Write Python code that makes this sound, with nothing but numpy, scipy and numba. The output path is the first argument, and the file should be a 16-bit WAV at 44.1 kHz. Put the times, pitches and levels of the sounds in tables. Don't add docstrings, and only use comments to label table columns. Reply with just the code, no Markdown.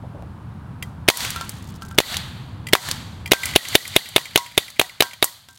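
import sys
import numpy as np
from scipy import signal
from scipy.fft import rfft, irfft, next_fast_len
from scipy.io import wavfile
from scipy.ndimage import uniform_filter1d
from numba import njit

SR = 44100
rng = np.random.default_rng(int(sys.argv[2]) if len(sys.argv) > 2 else 0)


def transcribe(signal):
    frames = np.atleast_2d(signal).T
    limited = np.clip(frames, -1, 1)
    pcm = np.round(limited * 32767).astype(np.int16)
    wavfile.write(sys.argv[1], SR, pcm)


N = 246415
T = np.arange(SR // 2) / SR
RAPID_S = 0.3

# (time [s], level [dB])
SHOTS = [(1.0856, 4.5), (1.9850, 1), (2.733, -0.5), (3.3178, 1), (3.5600, 3.5), (3.7525, 2.5), (3.963, 1.5),
         (4.1615, -1.5), (4.358, 0), (4.5770, 1), (4.7951, 1), (5.005, 3), (5.2255, 3)]
# (time [s], blow [dB], dent [Hz], crack [Hz], ring [dB], favoured ring pitch [Hz])
CAN_HITS = [(1.1007, 21.5, 836, 3520, -8, 980), (2.003, 18.5, 520, 2600, -19, 1280),
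            (2.7524, 18, 1050, 1940, 9, 560), (3.3338, 20.5, 620, 2450, -1.5, 1780),
            (4.1810, 10, 784, 2700, -17.5, 1100), (4.3762, 20.5, 775, 3600, -1.5, 1010),
            (4.8143, 23, 676, 2800, 9, 617), (5.0230, 27, 740, 3200, 11.5, 2060),
            (5.2429, 22.5, 900, 8600, -9, 1060)]


def undb(db):
    return 10 ** (np.asarray(db) / 20)


def add(track, s, sound):
    i = int(round(s * SR))
    track[i:i + len(sound)] += sound[:len(track) - i]


def fade(t60, t=T):
    return np.exp(-np.log(1000) * t / t60)


def ring(hz, t60):
    return np.sin(2 * np.pi * hz * T) * fade(t60)


def log_bins(size):
    return np.log(np.fft.rfftfreq(size, 1 / SR) + 1)


def noise(spectrum, size=len(T)):
    hz, db = np.transpose(spectrum)
    gains = undb(np.interp(log_bins(size), np.log(hz), db))
    shaped = irfft(rfft(rng.standard_normal(size)) * gains, size)
    return shaped / shaped.std()


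def crack(hz, t60, low_db=-22, high_db=-16):
    return noise([(hz / 4, low_db), (hz, 0), (hz * 4, high_db)]) * fade(t60)


def background(rumble_db=-35, shuffle_db=-40):
    # (frequency [Hz], relative level [dB])
    rumble_spectrum = [(25, -14), (50, -15.5), (82, -0.5), (115, -1.5), (230, -11), (400, -25.5),
                       (600, -28.5), (950, -23), (1550, -30.5), (2050, -39), (4000, -45.5), (6000, -54.5),
                       (10000, -54.5), (15500, -62)]
    out = undb(rumble_db) * noise(rumble_spectrum, size=N)
    for s in (.033, .147, .184, .224):
        shuffle = noise([(250, -13), (560, 8), (850, -1), (1300, -25), (2800, -26), (7000, -64)])
        add(out, s, undb(shuffle_db) * shuffle * fade(0.17))
    return out


def tree_echo(sound, build_s=0.0041, late_db=-21, late_stretch=3.16):
    # (centre [Hz], level [dB], fade time [s])
    echo_bands = [(150, -27, 0.22), (432, -30, 0.25), (1020, -24, 0.58), (2680, -31, 0.87),
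                  (4180, -19.5, 0.5), (5050, -18.5, 0.42), (10400, -19, 0.34), (14200, -16.5, 0.3)]
    t = np.arange(2 * SR) / SR
    size = next_fast_len(N + len(t))
    source, scatter = rfft(sound, size), rfft(rng.standard_normal(size))
    centres, bins = np.log([row[0] for row in echo_bands]), log_bins(size)
    swell, out = 1 - np.exp(-t / build_s), 0
    for share, (_, db, t60) in zip(np.eye(len(echo_bands)), echo_bands):
        band = np.sin(np.pi / 2 * np.interp(bins, centres, share))
        tail = ((fade(t60, t) + undb(late_db) * fade(t60 * late_stretch, t)) * swell) ** 2
        power = irfft(source * band, size) ** 2
        echo_power = irfft(rfft(power) * rfft(tail / tail.sum(), size), size)
        hiss = irfft(scatter * band, size)
        out = out + undb(db) * np.sqrt(np.abs(echo_power)) * hiss / hiss.std()
    return out[:N]


def echo_clumps(spread_db=-0.38):
    return undb(spread_db * noise([(5, 14), (60, 7.5), (200, -29.5), (1000, -78)], size=N))


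def leaves(flight_s=0.03, miss_s=0.125, miss_db=-4.5, miss_hz=7500, settle_db=-13, crackles_per_s=130):
    # (time [s], level [dB], pitch [Hz])
    ricochets = [(1.171, 2.5, 8100), (1.205, -5.5, 3600), (1.2490, -9, 2420), (1.3039, -10.5, 6940),
                 (1.493, -13.5, 8300), (2.1422, -12.5, 2800), (2.168, -8, 4170), (2.887, -9.5, 2130),
                 (2.9123, -5.5, 4440), (3.4555, -4.5, 7830)]
    # (start [s], length [s], level [dB])
    rolls = [(1.416, 0.66, -46), (5.445, 0.14, -28.5)]
    out = np.zeros(N)
    onset = 1 - np.exp(-T / 0.00087)
    misses = [(s + miss_s, miss_db, miss_hz) for s, _ in SHOTS
              if not any(s < hit[0] < s + flight_s for hit in CAN_HITS)]
    for s, db, hz in ricochets + misses:
        tick = crack(hz, 0.0098, low_db=-7.5)
        settling = undb(settle_db) * crack(hz, 0.036)
        add(out, s, undb(db) * onset * (tick + settling))
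    for start, length, db in rolls:
        for delay, size, pitch in rng.random((crackles_per_s, 3)):
            extra_db = -3.8 * np.log(1 - .98 * size)
            crackle = undb(db + extra_db) * onset * crack(3500 + 4500 * pitch, 0.018)
            if delay < length and start + delay < N / SR:
                add(out, start + delay, crackle)
    return out


def can_ring(ring_hz, reach=0.15, others_db=-15):
    # (pitch [Hz], level [dB], fade time [s])
    can_tones = [(379, -14, 0.14), (745, -5.5, 0.12), (963, -3.5, 0.27), (1073, -3.5, 0.18),
                 (1400, -9.5, 0.015), (1356, -0.5, 0.12), (1510, -15.5, 0.31), (1574, -2, 0.25)]
    out = 0
    for hz, db, t60 in can_tones:
        favoured = np.exp(-(np.log(hz / ring_hz) / reach) ** 2)
        others = undb(others_db) * min(1, ring_hz / hz) ** 2
        out = out + (favoured + others) * undb(db) * ring(hz, t60)
    return out


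def crinkle(hz, tail_db=-10):
    return crack(hz, 0.0099) + undb(tail_db) * crack(hz, 0.048)


def cans(dent_t60=0.004, crack_db=-8, head_on_hz=3200, knock_hz=3400, knock_ring_db=-3.0):
    # (time [s], level [dB], favoured ring pitch [Hz])
    knocks = [(1.361, -22, 1310), (1.411, -21, 1270), (1.8215, -29.5, 1390), (1.9123, -35, 1400),
              (5.4865, -9.5, 1900)]
    out = np.zeros(N)
    for s, db, dent_hz, crack_hz, ring_db, ring_hz in CAN_HITS:
        glance_db = 4.0 * np.log2(crack_hz / head_on_hz)
        dent = -undb(db - glance_db) * np.cos(2 * np.pi * dent_hz * T) * fade(dent_t60)
        buckle = undb(db + crack_db + glance_db) * crinkle(crack_hz)
        add(out, s, dent + buckle + undb(ring_db) * can_ring(ring_hz))
    for s, db, ring_hz in knocks:
        add(out, s, undb(db) * (crinkle(knock_hz) + undb(knock_ring_db) * can_ring(ring_hz)))
    return out


def spring(rest_hz=1930, sweep_hz=450, settle_s=0.0041, t60=0.04, rise_s=.001, rattle=0.32, detune=0.018):
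    hz = (rest_hz + sweep_hz * np.exp(-T / settle_s)) * (1 + detune * rng.standard_normal())
    twang = np.sin(2 * np.pi * np.cumsum(hz) / SR)
    shiver = 1 + rattle * noise([(60, 0), (250, 0), (1200, -25), (5000, -60)])
    return twang * shiver * fade(t60) * (1 - np.exp(-T / rise_s))


def lever_click(tick_db=-3, rise_s=0.00044, spread_db=2.7):
    # (pitch [Hz], level [dB], fade time [s])
    lever_tones = [(2010, -2, 0.053), (2375, -0.5, 0.027), (2736, 5.5, 0.011), (3187, -6.5, 0.063),
                   (4820, -6, 0.026), (7500, -10.5, .035)]
    tones = sum(undb(db + spread_db * rng.standard_normal()) * ring(hz, t60)
                for hz, db, t60 in lever_tones)
    tick = undb(tick_db) * crack(11000, 0.036, low_db=0.5)
    return (tones + tick) * (1 - np.exp(-T / rise_s))


def trigger(twang_db=-2, rapid_click_db=-5, reset_db=-10, pull_s=0.024, pull_db=-25, rattle_db=-25):
    # (time [s], level [dB])
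    clicks = [(0.8253, -23.5), (2.6690, -27), (2.6864, -29), (3.259, -27.5), (3.2754, -32), (5.133, -7)]
    out = np.zeros(N)
    for s, db in clicks:
        add(out, s, undb(db) * (lever_click() + undb(twang_db) * spring()))
    for (last, _), (coming, _) in zip(SHOTS, SHOTS[1:]):
        if coming - last < RAPID_S:
            reset = last + 0.476 * (coming - last)
            rattles = [(reset + share * (coming - reset), rattle_db + 2.5 * rng.standard_normal())
                       for share in rng.random(4)]
            for s, db in [(reset, reset_db), (coming - pull_s, pull_db)] + rattles:
                add(out, s, undb(db) * (spring() + undb(rapid_click_db) * lever_click()))
    return out


def frame_knock(spread_db=2.0, detune=0.009, tick_db=-3):
    # (pitch [Hz], level [dB], fade time [s])
    frame_tones = [(2210, -5, .018), (2520, -4, .018), (2840, -1, .016), (3590, 0, .017), (3810, -2, .016),
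                   (4500, -10, .018)]
    tones = 0
    for hz, db, t60 in frame_tones:
        gain = undb(db + spread_db * rng.standard_normal())
        tones = tones + gain * ring(hz * (1 + detune * rng.standard_normal()), t60)
    return tones + undb(tick_db) * crack(5540, 0.012)


def pistol(scrape_db=-22, gas_db=8, rapid_gas_db=3, valve_open_s=0.0062, leak_db=-11, leak_t60=0.085,
           spring_trip_s=0.023, jolt_db=-5, low_cut_hz=110):
    # (delay [s], pitch [Hz], fade time [s], level [dB])
    puffs = [(0.0001, 398, 0.003, 20.5), (.003, 500, 0.011, 17)]
    # (delay [s], level [dB])
    blows = [(-.0062, -54), (-.0045, -30), (.0008, 14.5), (.0031, 4.5), (.0082, -3.5)]
    # (frequency [Hz], relative level [dB])
    gas_spectrum = [(200, -25.5), (900, -8), (1400, -11), (2500, -3.5), (3800, 0), (5000, -21.5),
                    (7500, -22.5), (10500, -10), (15000, -20.5)]
    out, last = np.zeros(N), -np.inf
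    flow = np.exp(-(T / valve_open_s) ** 4) + undb(leak_db) * fade(leak_t60)
    for s, db in SHOTS:
        hiss_db = gas_db + rapid_gas_db * (s - last < RAPID_S)
        last = s
        add(out, s + blows[0][0], undb(db + scrape_db) * crack(2700, 0.15, high_db=-16.5))
        add(out, s + .0005, undb(db + hiss_db) * noise(gas_spectrum) * flow)
        for delay, hz, t60, puff_db in puffs:
            add(out, s + delay, undb(db + puff_db) * ring(hz, t60))
        for delay, blow_db in blows:
            add(out, s + delay, undb(db + blow_db) * frame_knock())
        for trip in (1, 2):
            arrival = s + trip * spring_trip_s + .005 * rng.random()
            add(out, arrival, undb(db + jolt_db) * spring(sweep_hz=100, rise_s=0.0039, t60=0.038))
    return signal.sosfilt(signal.butter(2, low_cut_hz, "high", fs=SR, output="sos"), out)


def scene():
    gun = pistol() + trigger()
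    targets = cans() + leaves()
    direct = gun + targets
    return (direct + tree_echo(direct) * echo_clumps() + background())[None]


@njit
def limiter_cut(over_db, attack_s, hold_s, release_db_per_s, memory_s, busy_db, steepness):
    out, cut, busy, wait = np.empty(len(over_db)), 0., 0., 0.
    for i in range(len(over_db)):
        wait -= 1 / SR
        if over_db[i] > cut:
            cut += (over_db[i] - cut) / (attack_s * SR)
            wait = hold_s
        elif wait < 0:
            slowdown = 1 + (busy / busy_db) ** steepness
            cut = max(0., cut - release_db_per_s / SR / slowdown)
        busy += (cut - busy) / (memory_s * SR)
        out[i] = cut
    return out


def record(dry, threshold_db=-4.5, bass_hz=30, top_hz=15900):
    sound = dry[0]
    power = uniform_filter1d(sound ** 2, size=44)
    level_db = 10 * np.log10(np.abs(power) + 1e-12)
    cut_db = limiter_cut(level_db - threshold_db, attack_s=0.0011, hold_s=0.042,
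                         release_db_per_s=229.5, memory_s=0.83, busy_db=7.0, steepness=3.08)
    clipped = np.clip(sound * undb(-cut_db), -1, 1)
    trimmed = signal.sosfilt(signal.butter(1, bass_hz, "high", fs=SR, output="sos"), clipped)
    return signal.sosfilt(signal.ellip(8, .2, 45, top_hz, fs=SR, output="sos"), trimmed)[None]


dry = scene()
out = record(dry)
transcribe(out)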